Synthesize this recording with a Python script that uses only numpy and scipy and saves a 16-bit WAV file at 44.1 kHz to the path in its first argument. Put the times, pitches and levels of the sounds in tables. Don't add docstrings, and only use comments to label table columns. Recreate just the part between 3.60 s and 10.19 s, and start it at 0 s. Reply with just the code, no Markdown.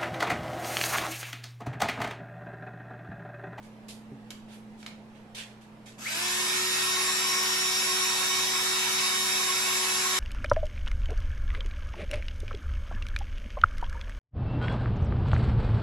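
import sys
import numpy as np
from scipy import signal
from scipy.fft import rfft, irfft, next_fast_len
from scipy.io import wavfile
from scipy.ndimage import uniform_filter1d, map_coordinates

SR = 44100
rng = np.random.default_rng(int(sys.argv[2]) if len(sys.argv) > 2 else 0)


def unload_audio(sound):
    columns = np.transpose(np.atleast_2d(sound))
    steps = np.round(np.clip(columns, -1, 1) * 32767)
    wavfile.write(sys.argv[1], SR, steps.astype(np.int16))


N = 290619
TIME_S = np.arange(N) / SR


def amp(db):
    return 10 ** (np.asarray(db) / 20)


def unit(x):
    return x / np.sqrt(np.mean(x ** 2) + 1e-20)


def pan(db):
    return amp(np.vstack([db / 2, -db / 2]))


def along(points, hz):
    freqs, values = np.transpose(points)
    return np.interp(np.log(hz + 1), np.log(freqs + 1), values)


def curves(rows):
    times, *columns = np.transpose(rows)
    return [np.interp(TIME_S, times, column) for column in columns]


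def bump(centre_s, sigma_s):
    return np.exp(-.5 * ((TIME_S - centre_s) / sigma_s) ** 2)


def wobble(rate_hz):
    knots = rng.standard_normal(int(N * rate_hz / SR) + 4)
    return map_coordinates(knots, [TIME_S * rate_hz], order=1)


def filtered(x, response):
    size = next_fast_len(x.shape[-1] + 8192)
    return irfft(rfft(x, size) * response(np.fft.rfftfreq(size, 1 / SR)), size)[..., :x.shape[-1]]


def resonance(f, hz, width_hz):
    return 1j * f * width_hz / (hz * hz - f * f + 1j * f * width_hz)


# (frequency [Hz], correlation [1])
ROOM_COHERENCE = [(60, 0.8), (130, 0.81), (280, 0.96), (610, 0.83), (1330, 0.09), (2880, 0.091),
                  (6250, 0.1), (13600, 0.28)]


def noise(gain, length, patchy_db, coherence=ROOM_COHERENCE):
    bins = signal.stft(rng.standard_normal((2, length + 512)), nperseg=512)[2]
    patches = uniform_filter1d(rng.standard_normal(bins.shape[1:]), size=2, axis=0)
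    patches = unit(uniform_filter1d(patches, size=14, axis=1))
    pair = signal.istft(bins * amp(patchy_db * np.minimum(patches, .7)), nperseg=512)[1][:, :length]

    def mid_side(hz):
        angle = np.arccos(np.clip(along(coherence, hz), -1, 1)) / 2
        return gain(hz) * [np.cos(angle), np.sin(angle)]
    mid, side = filtered(pair, mid_side)
    return unit(np.array([mid + side, mid - side]))


# (frequency [Hz], t60 [s])
ROOM_DECAY = [(200, 0.44), (2000, 0.38), (12000, 0.31)]


def reverb(x):
    hz, t, bins = signal.stft(rng.standard_normal((2, SR // 2)), SR, nperseg=256)
    tail = signal.istft(bins * amp(-60 * t / along(ROOM_DECAY, hz)[:, None]), SR, nperseg=256)[1]
    delayed = np.pad(x, ((0, 0), (200, 0)))
    return signal.fftconvolve(delayed, tail / np.linalg.norm(tail[0]), axes=1)[:, :N]


# (time [s], level [dB])
FAN_LEVEL = [(0.0, -52), (0.3, -48.5), (1.35, -49), (1.6, -52.5), (6.59, -53)]
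# (frequency [Hz], level [dB], phase jitter [rad])
DRONES = [(59, -71, .3), (157, -67, 1.6)]
# (frequency [Hz], relative density [dB])
AIR_SPECTRUM = [(15, -18.5), (30, -35), (45, -30), (65, -35), (90, -24.5), (200, -17.5), (330, -21),
                (615, -23.5), (880, -23.5), (1120, -29.5), (2300, -34), (6000, -47), (13000, -55)]


def room_tone(fan_hz=216.4, mains_hz=59.9):
    fan_db, = curves(FAN_LEVEL)
    rad_per_hz = 2 * np.pi * TIME_S
    fan_gain = amp(fan_db + 0.46 * wobble(24.8))
    fan = fan_gain * np.sin(fan_hz * rad_per_hz + 0.57 * wobble(23) + np.array([[.15], [-.15]]))
    hum = amp(-59.5 + 1.6 * wobble(15)) * np.sin(2 * mains_hz * rad_per_hz + 0.33 * wobble(18))
    drones = sum(amp(db) * np.sin(hz * rad_per_hz + jitter * wobble(18)) for hz, db, jitter in DRONES)
    air = amp(-53.5) * noise(lambda hz: amp(along(AIR_SPECTRUM, hz)), N, patchy_db=2.5)
    return np.sqrt(2) * (fan * pan(-2.1) + (hum + drones) * pan(-1.1)) + air * pan(-2.2)


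# (time [s], level [dB], rise [s], tilt [dB/octave], pan [dB])
SCUFFS = [(0.021, -60.5, 0.0097, 1, -3), (0.283, -45.5, 0.0018, 0.5, -3.5), (.87, -55, 0.049, -3, -5),
          (0.92, -58, 0.013, 9, 1), (1.171, -57, 0.032, -1, -3), (1.265, -60, 0.0092, -8, -12),
          (1.546, -64.5, 0.0068, -5.5, -8), (1.746, -43, .004, -2, -2), (1.759, -40.5, 0.028, -5, -3.5),
          (1.878, -61, .01, -7, -2), (2.009, -62.5, 0.0032, 0, -4), (2.254, -50, 0.012, -1, -2.5)]
# (frequency [Hz], relative density [dB])
SOLE_SPECTRUM = [(350, -40), (900, -36), (1500, -22), (2300, -17), (3300, -14), (4500, -18), (9000, -21),
                 (13300, -29)]


def scuffs(hold_s=0.022, t60_s=0.32):
    out, t = np.zeros((2, N + SR)), np.arange(SR // 2) / SR
    for start_s, db, rise_s, tilt_db, pan_db in SCUFFS:
        drag = noise(lambda hz: amp(along(SOLE_SPECTRUM, hz) + tilt_db * np.log2((hz + 300) / 3000)),
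                     len(t), patchy_db=4.0)
        envelope = np.clip(t / rise_s, 0, 1) * amp(-60 * np.maximum(t - rise_s - hold_s, 0) / t60_s)
        grain = amp(0.94 * wobble(873)[:len(t)])
        out[:, round(start_s * SR):][:, :len(t)] += amp(db) * pan(pan_db) * envelope * drag * grain
    return out[:, :N]


# (frequency [Hz], relative level [dB], t60 [s])
FLOOR_MODES = [(133, 0.5, 0.13), (272, -9, 0.38), (397, -4.5, 0.091)]


def heel(start_s=.514, gain_db=-35, rise_s=0.0033):
    out, t = np.zeros(N), np.arange(SR // 4) / SR
    thud = sum(amp(db - 60 * t / t60) * np.sin(2 * np.pi * hz * t) for hz, db, t60 in FLOOR_MODES)
    out[round(start_s * SR):][:len(t)] = amp(gain_db) * (1 - np.exp(-t / rise_s)) * thud
    return out


# (time [s], gain [dB], pan [dB], tilt [dB/octave])
TICKS = [(0.7048, -37.5, -3, 1.5), (0.708, -43, -3.5, -4), (.7148, -45.5, -7, -8), (1.2277, -43, -1, -5.5),
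         (1.2626, -35, -4, -5), (1.265, -39, 0, -2.5), (1.2733, -45, -1, -6)]
# (frequency [Hz], relative level [dB], t60 [s])
PART_MODES = [(950, -15, 0.016), (1380, -6.5, 0.012), (2260, 1, 0.013), (3120, 0, 0.012),
              (3960, 7.5, 0.0081), (5100, 0, 0.008), (6900, 3.5, 0.0065), (8000, -8, 0.0068),
              (10500, -19, .006)]


def ticks(scatter_db=1.8, rise_s=0.00078, crack_t60_s=0.026):
    out, t = np.zeros((2, N)), np.arange(SR // 4) / SR
    attack = 1 - np.exp(-t / rise_s)
    for start_s, db, pan_db, tilt_db in TICKS:
        ring = np.zeros(len(t))
        for hz, mode_db, t60 in PART_MODES:
            struck_db = mode_db + tilt_db * np.log2(hz / 3000) + scatter_db * rng.normal()
            ring += amp(struck_db - 60 * t / t60) * np.sin(2 * np.pi * hz * t)
        crack = filtered(rng.standard_normal((2, len(t))),
                         lambda f: resonance(f, 3600, 3300) * amp(tilt_db * np.log2((f + 1) / 3000)))
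        crack *= 3 * amp(-60 * t / crack_t60_s)
        out[:, round(start_s * SR):][:, :len(t)] += amp(db) * pan(pan_db) * attack * (ring + crack)
    return out + amp(-2.5) * reverb(out)


TRIGGER_S, KNEE_S, FULL_HZ = 2.379, 2.495, 373.3
# (deficit [Hz], time constant [s])
CREEP = [(66, .055), (20.5, .32)]


def spin_up():
    since_knee_s = np.maximum(TIME_S - KNEE_S, 0)
    deficit_hz = sum(hz * np.exp(-since_knee_s / tau_s) for hz, tau_s in CREEP)
    return (FULL_HZ - deficit_hz) * np.clip((TIME_S - TRIGGER_S) / (KNEE_S - TRIGGER_S), 1e-6, 1)


# (left level [dB], right level [dB], left lead [rad])
ORDERS = [(-43, -44, .1), (-51, -53, -.5), (-54, -52, 1.2), (-62, -49, 3.0), (-47, -42, 1.3),
          (-51, -45, .2), (-52, -46, 2.5), (-54, -50, .6), (-45, -48, -2.6), (-41, -36, -.3),
          (-50, -48, -2.1), (-55, -54, 2.2), (-62, -62, -.5), (-54, -53, -.3), (-41, -37, 1.8),
          (-54, -57, .3), (-56, -62, 1.3), (-52, -55, .8), (-52, -57, .2), (-43, -48, 1.9),
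          (-55, -60, -2.2), (-51, -52, -.2), (-58, -61, -.3), (-60, -61, .2), (-56, -59, 1.1),
          (-56, -54, .6), (-53, -53, 1.1), (-48, -49, 1.3), (-57, -54, -1.3), (-41, -40, -2.1),
          (-57, -56, -2.2), (-56, -55, -.3), (-56, -56, .3)]
# (order [1], time [s], sigma [s], left gain [dB], right gain [dB])
ORDER_SWELLS = [(1, 2.3, 0.13, -3, -5), (1, 3, 0.081, 3.5, 2), (2, 2.47, 0.14, 4, 9),
                (2, 3.05, 0.14, -14, -10), (2, 6.9, 1, 2, 2), (6, 5.7, .7, 6, 2.5), (5, 3.2, 0.85, 1, 3),
                (5, 5.2, 0.66, 1, -3.5), (10, 2.5, 0.21, 1, -2), (10, 3.97, 0.28, -0.5, -5.5),
                (10, 4.8, .6, 2.5, 2.5), (10, 6.32, 0.077, -12, -6), (15, 3.06, 0.3, -4, -8),
                (15, 3.64, 0.45, 5, -1), (15, 4.09, 0.38, 1.5, 5.5), (15, 4.9, 0.13, -9, -1),
                (15, 5.4, 0.12, 1, -9), (15, 6.1, 0.33, -5, -3), (20, 3.53, 0.11, 6, 6),
                (20, 6.24, 0.48, 7.5, -10), (28, 6.1, 0.33, 4, 7), (30, 2.52, .09, -4, -8),
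                (2, 2.46, 0.036, -12, -12), (10, 3.32, .12, 0, -2), (28, 3.4, .25, 6.5, -10),
                (30, 2.4, 0.67, 8.5, 7.5), (30, 3.9, 0.082, 0, -3), (30, 6.0, 0.21, -9, 3.5),
                (30, 5.1, 0.27, -2.5, -1.5), (10, 5.65, 0.17, 0.5, 1.5), (5, 2.7, .2, 2, 1)]
SHIFTING_ORDERS = (5, 6, 10, 15, 30)
# (time [s], left lead [rad] for each of SHIFTING_ORDERS)
SHIFTING_LEADS = [(2.6, 0, .8, -2.5, 0, -2.2), (3.0, -.6, .9, -2.5, -.8, -3),
                  (3.3, 1.2, -.4, -1.3, 0, -2.6), (3.6, 1, .8, .6, .2, -2.8), (3.95, .9, .3, .8, .6, -2.5),
                  (4.15, 1.1, 2, .1, .9, -1.8), (4.5, 1, 1.2, .2, .8, -1.3), (4.62, 1, .4, .3, 1.2, -3.2),
                  (5.0, 1.2, 0, .3, 1.5, -3), (5.35, 1.4, 0, .6, 2.3, -.6), (5.7, 1.6, 0, .3, 3.6, -.5),
                  (5.95, 1.7, .2, -.3, 2.4, -.5), (6.3, 1.8, 1.5, -.8, 3.4, 1.2),
                  (6.59, 1.6, .8, .7, 3, .6)]


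def motor_whine(speed_hz, angle, drift_db=.7, flutter_db=1.8, waver_db=1.2):
    tones = np.zeros((2, N))
    swing_s = 2e-5 * (TIME_S - 4.5)
    leads = dict(zip(SHIFTING_ORDERS, curves(SHIFTING_LEADS)))
    shortfall = 1 - speed_hz / speed_hz.max()
    for order, (left_db, right_db, base_lead) in enumerate(ORDERS, 1):
        loose = min((order - 1) / 8, 1)
        gain_db = drift_db * loose * np.array([wobble(3.34), wobble(2.9)])
        for swell_order, centre_s, sigma_s, *swell_db in ORDER_SWELLS:
            if swell_order == order:
                gain_db += np.outer(swell_db, bump(centre_s, sigma_s))
        gain_db -= (70 / order ** 4 + 80 * loose) * shortfall
        phase = order * angle + rng.uniform(0, 2 * np.pi)
        gain_db += (1 - loose) * waver_db * wobble(12)
        lead = leads.get(order, base_lead + 2 * np.pi * order * FULL_HZ * swing_s)
        for side, db in enumerate((left_db, right_db)):
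            jitter = loose * (.25 * wobble(3.21) + 0.72 * wobble(40))
            level_db = db + gain_db[side] + flutter_db * loose * wobble(30)
            tones[side] += np.sqrt(2) * amp(level_db) * np.sin(phase - side * lead + jitter)
    return tones


def mode_ripple(hz, depth_db=1.7, spacing_hz=30):
    shared, *own = [np.interp(hz / spacing_hz, np.arange(row.size), row)
                    for row in rng.standard_normal((3, 2000))]
    apart = np.clip(hz / 2500, 0, .7)
    return amp(depth_db * (np.sqrt(1 - apart ** 2) * shared + apart * np.array(own)))


# (frequency [Hz], relative density [dB])
GRIND_SPECTRUM = [(150, -82), (300, -19.5), (480, -20.5), (850, -14), (1100, -6.5), (1900, -7),
                  (2350, -3.5), (2700, -5), (3200, -8.5), (3700, -7), (4400, -8.5), (5300, -5), (7500, -8),
                  (8500, -12), (10100, -14.5), (12700, -16.5)]
# (frequency [Hz], correlation [1])
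GRIND_COHERENCE = [(280, 0.88), (700, 0.89), (1330, 0.032), (3200, 0.042), (4700, 0.74), (6250, 0.11),
                   (10000, 0.05), (13000, 0.33)]
# (frequency [Hz], pan [dB])
GRIND_PAN = [(300, .5), (700, 0), (1200, -2), (2500, -2), (4500, 0), (7400, 3), (10000, 0), (13000, -.5)]
# (frequency [Hz], depth [dB])
GRIND_COMB = [(900, -1), (1800, -1), (3300, 4), (4300, 1.5), (5000, -0.5), (6000, -1.5), (8500, 1),
              (10300, 2.5), (12500, -4.5)]
# (frequency [Hz], left lead [rad])
GRIND_LEAD = [(800, 0), (4650, 6.1), (5940, 6.6), (8180, 11.8), (13300, 19)]


def grinding(angle):
    def colour(hz):
        comb = amp(along(GRIND_COMB, hz) * np.cos(2 * np.pi * hz / FULL_HZ))
        lead = np.interp(hz, *np.transpose(GRIND_LEAD))
        return pan(along(GRIND_PAN, hz)) * mode_ripple(hz) * comb * np.exp(np.outer([.5j, -.5j], lead))
    grit = noise(lambda hz: amp(along(GRIND_SPECTRUM, hz)), N, patchy_db=4.0, coherence=GRIND_COHERENCE)
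    return filtered(grit * (1 + 0.15 * np.sin(angle)), colour)


def shell_cry(speed_hz, angle, order=10, hz=2220, width_hz=670, peak_db=-30):
    gain = amp(peak_db) * np.abs(resonance(order * speed_hz, hz, width_hz)) ** 3
    return gain * np.sin(order * angle) * np.ones((2, 1))


# (frequency [Hz], width [Hz], relative level [dB])
BLOCK_MODES = [(988, 87, -14.5), (3870, 30, -16.5), (5185, 110, -12)]


def block_ring():
    return sum(amp(db) * noise(lambda f: np.abs(resonance(f, hz, width_hz)) ** 2, N, patchy_db=1.5)
               for hz, width_hz, db in BLOCK_MODES)


# (time [s], sigma [s], level [dB])
RING_SWELLS = [(2.75, 0.084, -46), (3.275, 0.015, -39), (3.393, 0.033, -36.5), (3.496, .025, -38),
               (3.664, 0.016, -36), (3.747, .045, -33.5), (4.062, 0.012, -34), (4.31, 0.02, -34),
               (4.427, 0.019, -33.5), (4.523, 0.021, -40), (4.628, 0.017, -36.5), (4.72, 0.014, -33),
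               (4.8, 0.028, -36.5), (4.966, 0.014, -38), (5.107, 0.035, -44), (5.46, .025, -37),
               (5.542, 0.022, -33), (5.627, 0.021, -37.5), (5.803, 0.013, -37.5), (5.9, .035, -34.5),
               (6.1, .025, -43), (6.223, .022, -36), (6.36, .035, -39), (6.474, .035, -38.5),
               (6.55, .025, -38)]


def ringing_tone(angle, cycles_per_turn=2.935, turns_per_flutter=15.6, base_db=-48.5):
    phase = cycles_per_turn * angle + wobble(30) + np.array([[.45], [-.45]])
    tone = np.sin(phase + 0.26 * np.array([wobble(13), wobble(12)]))
    fading = amp(base_db) * np.hypot(wobble(18), wobble(18))
    swells = sum(amp(db) * bump(centre_s, sigma_s) for centre_s, sigma_s, db in RING_SWELLS)
    swells *= amp(3.9 * wobble(45))
    flutter = 1 + 0.29 * np.sin(angle / turns_per_flutter + 1.3 * wobble(4.4))
    return (fading + swells) * tone * flutter * pan(0.53)


# (time [s], offset [Hz])
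LOAD_OFFSET = [(3.3, 0), (3.65, -.9), (4.05, -.8), (4.6, 0), (5.3, .4), (5.8, 0), (6.25, -.7), (6.59, -.4)]


def drill(db_per_decade=14, bite_db=5):
    nominal_hz = spin_up()
    speed_hz = nominal_hz + 0.302 * wobble(25) + curves(LOAD_OFFSET)[0]
    angle = 2 * np.pi * np.cumsum(speed_hz) / SR
    speed_ratio = nominal_hz / FULL_HZ
    bite = speed_ratio ** 6
    effort = amp(db_per_decade * np.log10(speed_ratio) - bite_db * (1 - bite))
    whine = motor_whine(speed_hz, angle)
    cry = shell_cry(speed_hz, angle)
    honing = amp(-30) * (amp(1.64) * grinding(angle) + bite * block_ring())
    ring = bite ** 2 * ringing_tone(angle)
    return effort * (whine + honing) + ring + cry + amp(0.5) * reverb(cry)


def scene():
    return drill() + scuffs() + ticks() + heel() + room_tone()


def record(dry):
    return filtered(dry, lambda hz: hz < 13100)


dry = scene()
out = record(dry)
unload_audio(out)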